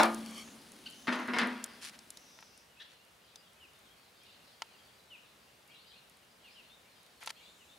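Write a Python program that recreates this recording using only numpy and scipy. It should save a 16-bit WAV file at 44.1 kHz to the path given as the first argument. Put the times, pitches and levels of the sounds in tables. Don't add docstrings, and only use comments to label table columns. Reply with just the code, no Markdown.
import sys
import numpy as np
from scipy import signal
from scipy.fft import rfft, irfft, next_fast_len
from scipy.io import wavfile
from scipy.ndimage import uniform_filter1d

SR = 44100
rng = np.random.default_rng(int(sys.argv[2]) if len(sys.argv) > 2 else 0)


def to_wav(s):
    ch = np.atleast_2d(s).T
    pcm = np.round(np.clip(ch, -1, 1) * 32767)
    wavfile.write(sys.argv[1], SR, pcm.astype(np.int16))


N = 343098

# time_s, level_db
FIRE_LEVEL = [(0, 3), (1.9, -3), (2.3, -9.5), (3.0, -25), (7.78, -15)]


def amp(db):
    return 10 ** (np.asarray(db) / 20)


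def evened(x):
    return x / np.sqrt(np.mean(x ** 2) + 1e-20)


def read(points, hz):
    f, value = np.transpose(points)
    return np.interp(np.log(hz + 1), np.log(f + 1), value)


def level(curve):
    return amp(np.interp(np.arange(N) / SR, *np.transpose(curve)))


def clock(seconds):
    return np.arange(int(seconds * SR)) / SR


def add(mix, s, sound):
    part = mix[..., max(round(s * SR), 0):][..., :sound.shape[-1]]
    part += sound[..., :part.shape[-1]]


def colour(x, db_at):
    size = 2 * next_fast_len(x.shape[-1] // 2 + 512)
    hz = np.fft.rfftfreq(size, 1 / SR)
    cepstrum = irfft(np.log(amp(db_at(hz)) + 1e-6), size)
    cepstrum[1:size // 2] *= 2
    cepstrum[size // 2 + 1:] = 0
    response = np.exp(rfft(cepstrum))
    return irfft(rfft(x, size) * response, size)[..., :x.shape[-1]]


def hump(centre_hz, octaves):
    def db_at(hz):
        away = (np.log2((hz + 1) / centre_hz) / octaves) ** 2
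        return -16 * np.log10(1 + (away + away ** 2) / 2)
    return db_at


def pair(size, spread):
    mid, side = rng.standard_normal((2, size))
    return np.array([mid + spread * side, mid - spread * side])


def tail(t60, spread):
    hz, t, z = signal.stft(pair(SR, spread), SR, nperseg=256)
    fading = z * amp(-60 * t / read(t60, hz)[:, None])
    return signal.istft(fading, SR, nperseg=256)[1][:, :SR]


def grains(size, per_s, spread_db):
    strength = amp(spread_db * np.minimum(rng.exponential(1, size), 4))
    struck = rng.random(size) < per_s / SR
    return evened(rng.standard_normal(size) * strength * struck)


def gritty(size, spread, clump_db):
    noise = pair(size, spread)
    clumps = evened(uniform_filter1d(rng.standard_normal(size), size=50))
    return noise * amp(clump_db * clumps)


def firebox():
    # start_s, relative level_db, hardness (-1 soft to 1 sharp),
    # chatter_s (decay time constant), place (0 wall to 1 grate)
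    blows = [(0.0, -25, 0.12, 0.0027, 0.012), (.032, -32.5, 0.49, 0.0054, 0.3),
             (0.045, -45, -0.6, 0.005, 0), (1.072, -41, 0.36, 0.0041, 0.91), (1.080, -35, -0.3, 0.004, 1),
             (1.126, -38, 0.34, 0.015, 0.65), (1.189, -43.5, -0.37, 0.042, 0.67),
             (1.282, -41.5, -0.59, 0.02, 0.98), (1.336, -35.5, 0.12, 0.043, 0.99),
             (1.365, -39, -.35, 0.0096, 0.99), (1.386, -31.5, 1, 0.011, 1),
             (1.415, -37.5, -0.75, 0.078, 0.99)]
    # pitch_hz, t60_s, wall_db, grate_db (level when struck there)
    box_modes = [(200, .22, -16, -7), (224, 1.0, -4, -15), (247, .55, -22, 2), (285, .55, -12, -17),
                 (337, .5, -5, -21), (409, .28, -10, -19), (484, .45, -15, -17), (609, .38, 3, -16),
                 (686, .34, -9, -12), (810, .26, -2, -20), (845, .6, -18, -17), (899, .36, 2, -19),
                 (958, .65, -16, -13), (1030, .42, -11, -13), (1149, .45, -7, -15), (1223, .36, -1, -7),
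                 (1284, .3, -10, -15), (1430, .33, 2, -4), (1482, .3, -4, -14), (1594, .27, -6, -6),
                 (1648, .3, -9, -15), (1795, .3, -15, -8), (1925, .42, -14, -12), (1970, .36, -14, -14),
                 (2101, .28, -11, -7), (2216, .28, -15, -9), (2388, .42, -20, -15), (3160, .4, -22, -26),
                 (4037, .26, -19, -26)]
    # frequency_hz, wall_db, grate_db (dB per Hz)
    clatter_colour = [(30, -22.5, -41), (129, -19.5, -34), (216, -13, 2), (298, -3, -8.5), (430, -10.5, -6),
                      (654, 3.5, -7.5), (1044, 1, -3), (1406, 2.5, -2), (2000, -9, -1), (3050, -12, -9),
                      (5030, -17, -16), (6900, -22, -28), (10100, -34, -33.5), (15000, -32.5, -44)]
    # frequency_hz, t60_s
    clatter_t60 = [(100, 0.16), (250, 0.46), (800, 0.27), (2000, 0.23), (4500, .18), (10000, 0.063)]
    boom_db, hard_boom_db = -3.5, -12
    hard_tilt_db = 2.5
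    boom_rise = 0.23
    settle_db, settle_s = -21.5, 0.2

    out, t = np.zeros((2, N)), clock(1)
    hz, t60, wall_db, grate_db = np.transpose(box_modes)[:, :, None]
    lag = 0.24 * rng.choice([-1, 1], hz.shape) * np.array([-1, 1])[:, None, None]
    rings = np.sin(2 * np.pi * hz * t + lag) * amp(-60 * t / t60)
    rings *= (-1) ** np.arange(len(box_modes))[:, None]
    no_deep_bass = signal.butter(3, 150, "high", fs=SR, output="sos")
    rings = signal.sosfilt(no_deep_bass, rings)

    for s, db, hardness, chatter, place in blows:
        place = np.clip(place, 0, 1)
        mode_gain = amp(wall_db + place * (grate_db - wall_db))
        boom = (mode_gain * rings).sum(1) * (1 - np.exp(-t / (boom_rise * chatter)))
        add(out, s, amp(db + boom_db + hard_boom_db * hardness) * boom)

        settling = place * amp(settle_db) * np.exp(-t / settle_s)
        contact = grains(len(t), per_s=1100, spread_db=1) * (np.exp(-t / chatter) + settling)
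        contact[0] += 0.77 * np.linalg.norm(contact)
        ring = tail(clatter_t60, spread=0.278)
        ring[:, 0] += 0.75 * np.linalg.norm(ring[0])
        shaken = signal.fftconvolve(contact[None], ring, axes=1)[:, :SR]
        spectrum = [(f, wall + place * (grate - wall)) for f, wall, grate in clatter_colour]

        def clatter_db(f):
            tilt = hard_tilt_db * hardness * np.log2(np.maximum(f, 300) / 1200)
            return read(spectrum, f) + tilt

        shaken = colour(shaken, clatter_db)
        add(out, s, amp(db) * shaken / shaken[:, :SR // 20].std())
    return out


def fire():
    # frequency_hz, level_db (per Hz)
    sizzle_colour = [(300, -31.5), (1500, -6), (4000, 2), (7000, -3.5), (10000, -2.5), (12500, -6),
                     (16000, -3.5)]
    # frequency_hz, level_db (per Hz)
    flame_colour = [(30, -23.5), (130, -12.5), (240, 3), (380, -7.5), (1400, -14.5), (3500, -19.5),
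                    (7000, -33), (16000, -52)]
    sizzle_db, draught_db = -60, -64
    flare_db, sizzle_flare_s, draught_flare_s = 15, .14, .4

    t = np.arange(N) / SR
    ticks = uniform_filter1d(abs(grains(N, per_s=92, spread_db=6.5)), size=50)
    fizz = gritty(N, spread=0.15, clump_db=1.5) * (1 + 0.36 * evened(ticks))
    sizzle = evened(colour(fizz, lambda f: read(sizzle_colour, f)))
    sizzle *= amp(sizzle_db + flare_db * np.exp(-t / sizzle_flare_s))
    draught = evened(colour(pair(N, 0.33), lambda f: read(flame_colour, f)))
    draught *= amp(draught_db + flare_db * np.exp(-t / draught_flare_s))
    return (sizzle + draught) * level(FIRE_LEVEL)


def air():
    # frequency_hz, level_db (per Hz)
    air_colour = [(15, -34), (30, -17.5), (60, -2), (95, -2.5), (130, -3), (190, -0.5), (300, -5.5),
                  (480, -1), (1100, -3.5), (2100, -5.5), (3500, -7), (6400, -14), (10000, -15.5),
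                  (15700, -21.5)]
    # frequency_hz, difference_db
    lean = [(30, -10.5), (65, 1.5), (130, -1), (1000, 1), (15000, -0.5)]
    # frequency_hz, likeness (-1 opposed to 1 alike)
    likeness = [(30, -0.75), (70, 1), (150, 1), (400, 0.57), (1000, 0.2), (3000, 0.47), (8000, 0.75),
                (15000, 1)]
    air_db = -62.5

    a, b = rfft(rng.standard_normal((2, N)))
    hz = np.fft.rfftfreq(N, 1 / SR)
    same = np.clip(read(likeness, hz), -1, 1)
    gain = amp(read(air_colour, hz) + np.outer([.5, -.5], read(lean, hz)))
    right = same * a + np.sqrt(1 - same ** 2) * b
    wash = irfft(gain * [a, right], N)

    t = np.arange(N) / SR
    swells = [np.sin(2 * np.pi * (f * t + rng.random())) / np.sqrt(f) for f in np.geomspace(.3, 5, 12)]
    drift = evened(sum(swells))
    return amp(air_db + .5 * drift) * evened(wash)


def rustles():
    # start_s, length_s, level_db (before the fades), centre_hz
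    hisses = [(0.029, 0.011, -30.5, 3400), (0.471, 0.02, -55, 1440), (1.802, 0.11, -46.5, 3300),
              (1.925, 0.041, -57.5, 2190), (2.89, .062, -64, 2280), (7.205, 0.056, -53, 1860),
              (7.256, 0.032, -48, 3140), (7.287, 0.028, -45.5, 2850)]
    out = np.zeros((2, N))
    for s, length, db, centre_hz in hisses:
        size = len(clock(length))
        hiss = colour(gritty(size, spread=0.38, clump_db=3.5), hump(centre_hz, octaves=1.3))
        add(out, s, amp(db) * evened(hiss) * signal.windows.tukey(size, .5))
    return out


def snaps():
    # start_s, relative level_db, centre_hz
    timed_snaps = [(0.0333, -21, 9000), (0.056, -33, 9000), (.145, -29.5, 8160), (.719, -40, 8000),
                   (1.386, -23, 4700), (1.472, -38.5, 9800), (1.6409, -21.5, 7300), (1.99, -38, 5050),
                   (2.104, -31.5, 7200), (2.172, -35, 5170), (2.388, -43.5, 2040), (2.426, -42.5, 2500),
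                   (2.576, -45, 8800), (3.358, -37, 4840), (4.6202, -26, 3270), (6.097, -47.5, 9020),
                   (7.228, -39.5, 1980), (7.235, -40, 9000), (7.261, -34.5, 8400), (7.274, -26.5, 3230),
                   (7.3036, -31, 3540)]
    # pitch_hz, level_db, t60_s
    log_modes = [(910, -7, 0.039), (1023, -7, 0.028), (1340, -6.5, 0.032), (1970, -7.5, 0.019)]
    snap_decay_s, decay_power = .0022, 0.29
    knock_base_db, knock_below_hz, knock_db_per_octave = -6, 3260, -26
    tick_count, tick_db, tick_hz = 16, -42, 9820

    out, t = np.zeros((2, N)), clock(.05)
    knock = sum(amp(db - 60 * t / t60) * np.sin(2 * np.pi * hz * t) for hz, db, t60 in log_modes)
    nearness = level(FIRE_LEVEL)
    ticks = [(at / SR, tick_db + 10 * np.log10(nearness[at]), tick_hz)
             for at in rng.integers(0, N, tick_count)]
    for s, db, centre_hz in timed_snaps + ticks:
        decay = snap_decay_s * (5000 / centre_hz) ** decay_power
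        knock_db = knock_base_db + knock_db_per_octave * max(np.log2(centre_hz / knock_below_hz), 0)
        steel_echo = amp(-39.5) * np.exp(-t / 0.0041)
        shape = (1 - np.exp(-t / 0.00014)) * (np.exp(-t / decay) + steel_echo)
        burst = pair(len(t), 0.21) * shape
        crack = 0.6 * burst.std() * evened(colour(burst, hump(centre_hz, octaves=0.69)))
        add(out, s, amp(db) * (crack + amp(knock_db) * knock))
    no_bass = signal.butter(3, 560, "high", fs=SR, output="sos")
    return signal.sosfilt(no_bass, out)


def note(length, start_hz, middle_hz, end_hz, db, rough, count=1, taper=1):
    # frequency_hz, level_db
    throat = [(1000, -50), (1600, -1.5), (2400, 2.5), (3100, 8), (4600, 2), (5500, -10), (6300, -15),
              (9000, -36)]
    u = np.linspace(0, 1, len(clock(length)))
    hz = np.polyval(np.polyfit([0, .5, 1], [start_hz, middle_hz, end_hz], 2), u)
    shake = evened(uniform_filter1d(rng.standard_normal(len(u)), size=30))
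    turns = np.cumsum(hz * (1 + 0.1115 * rough * shake)) / SR
    tone = np.sin(2 * np.pi * turns)
    if count > 1:
        tone = sum(amp(read(throat, k * hz)) * np.sin(2 * np.pi * k * turns) for k in range(1, count + 1))
    return amp(db) * evened(tone) * signal.windows.tukey(len(u), taper) * 0.56


def near_birds():
    # start_s, length_s, pitch_hz, relative level_db, roughness (0 to 1)
    thin_whistles = [(0.259, 0.32, 6500, -57.5, 0.57), (0.88, 0.43, 6230, -60, 0.6),
                     (1.587, 0.23, 4850, -62, 1), (2.094, 0.42, 5860, -61.5, .65),
                     (2.215, 0.49, 5310, -62.5, 0.99), (4.808, 0.11, 4600, -68, 0.3),
                     (7.322, .48, 7250, -68, 0.8)]
    # start_s, length_s, start_hz, middle_hz, end_hz, relative level_db,
    # roughness (0 to 1)
    chips = [(0.856, 0.025, 997, 1546, 890, -38, 0), (2.793, .042, 1398, 1846, 1196, -44.5, 1)]
    # start_s, relative level_db, middle_hz
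    peeps = [(2.76, -58.5, 2680), (6.688, -58.5, 3650), (6.835, -66, 2350), (7.44, -59, 3560),
             (7.676, -62, 3600)]
    # start_s, relative level_db, middle_hz
    falls = [(3.592, -55.5, 2850), (4.706, -63.5, 2870), (5.094, -49.5, 2800), (6.43, -56.5, 2670),
             (6.545, -54, 2900), (7.58, -61.5, 2820)]

    out = np.zeros(N)
    for s, length, hz, db, rough in thin_whistles:
        add(out, s, note(length, hz, hz, hz, db, rough, taper=0.49))
    for s, *call in chips:
        add(out, s, note(*call, count=5, taper=0.65))
    for s, db, hz in peeps:
        add(out, s, note(0.074, hz * .92, hz, hz * 1.05, db, rough=0.2, taper=0.47))
    for s, db, hz in falls:
        add(out, s, note(.08, hz * 1.13, hz, hz * .8, db, rough=0.16, taper=0.58))
    return out


def flock():
    # start_s (middle of the first sweep), relative level_db of a sweep, middle_hz
    twitters = [(3.225, -72, 3790), (4.157, -72, 4130), (4.219, -67, 3585), (4.43, -72, 4100),
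                (5.695, -65.5, 3350), (5.859, -64.5, 3660), (6.448, -69, 4070), (7.352, -65, 3440)]
    twitter_s, sweeps_per_s, sweep_s = .115, 85, 0.059
    pitch_spread, sweep_rise = 0.31, 0.0994
    stray_count, stray_db, stray_low_hz, stray_high_hz = 130, -71.5, 2526, 4970

    out = np.zeros(N)
    for s, db, middle_hz in twitters:
        starts = np.arange(s, s + twitter_s, 1 / sweeps_per_s) - sweep_s / 2
        offsets = rng.permutation(np.linspace(-1, 1, len(starts)))
        pitches = middle_hz * (1 + pitch_spread * offsets)
        for start, hz in zip(starts, pitches):
            sweep = note(sweep_s, hz * (1 - sweep_rise), hz, hz * (1 + sweep_rise), db, rough=0.19)
            add(out, start, sweep)
    for when, length, pitch, glide in rng.random((stray_count, 4)):
        hz = stray_low_hz + (stray_high_hz - stray_low_hz) * pitch
        start_hz, end_hz = hz * (0.92 + 0.36 * glide), hz * (1.1 - 0.268 * glide)
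        stray = note(0.057 + 0.063 * length, start_hz, hz, end_hz, stray_db, rough=0.21)
        add(out, when * N / SR, stray)
    return out


def birds():
    # frequency_hz, t60_s
    yard_t60 = [(200, 0.24), (3000, 0.57), (10000, 0.1)]
    near_echo_db, far_echo_db = -6, 3
    near, far = near_birds(), flock()
    trees = tail(yard_t60, spread=0.7)
    trees = trees / np.linalg.norm(trees[0])
    sent = amp(near_echo_db) * near + amp(far_echo_db) * far
    echo = signal.fftconvolve(sent[None], trees, axes=1)[:, :N]
    return near + far + echo


def drag():
    # time_s, level_db (relative)
    drag_level = [(0, -75), (.17, -77), (.27, -54.5), (.34, -54.5), (.39, -46), (.43, -53.5), (.46, -78),
                  (.6, -110)]
    # pitch_hz, width_octaves, level_db
    poker = [(1187, 0.09, 5.5), (2270, 0.09, 4), (3170, 0.095, 5.5), (4460, 0.038, 6), (5530, 0.1, -1.5),
             (7900, 0.12, -7.5), (10000, 0.45, -11)]
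    ring = sum(amp(db) * colour(gritty(SR, spread=.25, clump_db=2.0), hump(hz, octaves))
               for hz, octaves, db in poker)
    return np.pad(evened(ring), ((0, 0), (0, N - SR))) * level(drag_level)


def scene():
    # frequency_hz, gain_db
    microphone = [(30, 4.5), (6000, -0.5), (8500, -1.5), (10400, 3), (12300, -5), (15500, -9)]
    # frequency_hz, gain_db
    width = [(30, 13.5), (70, 2), (150, -9), (260, -11), (500, 0.5), (1000, 3), (3000, 0), (8000, 1.5),
             (13000, -6)]
    sources = firebox() + drag() + rustles() + snaps() + fire() + birds()
    front = colour(sources, lambda f: read(microphone, f))
    side = colour((front[0] - front[1]) / 2, lambda f: read(width, f))
    stereo = front.mean(0) + np.array([side, -side])
    return stereo * amp([[.7], [-.7]]) + air()


def record(dry):
    low_pass = signal.firwin(511, 15800, window=("kaiser", 9), fs=SR)
    return signal.oaconvolve(dry, low_pass[None], "same")


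dry = scene()
out = record(dry)
to_wav(out)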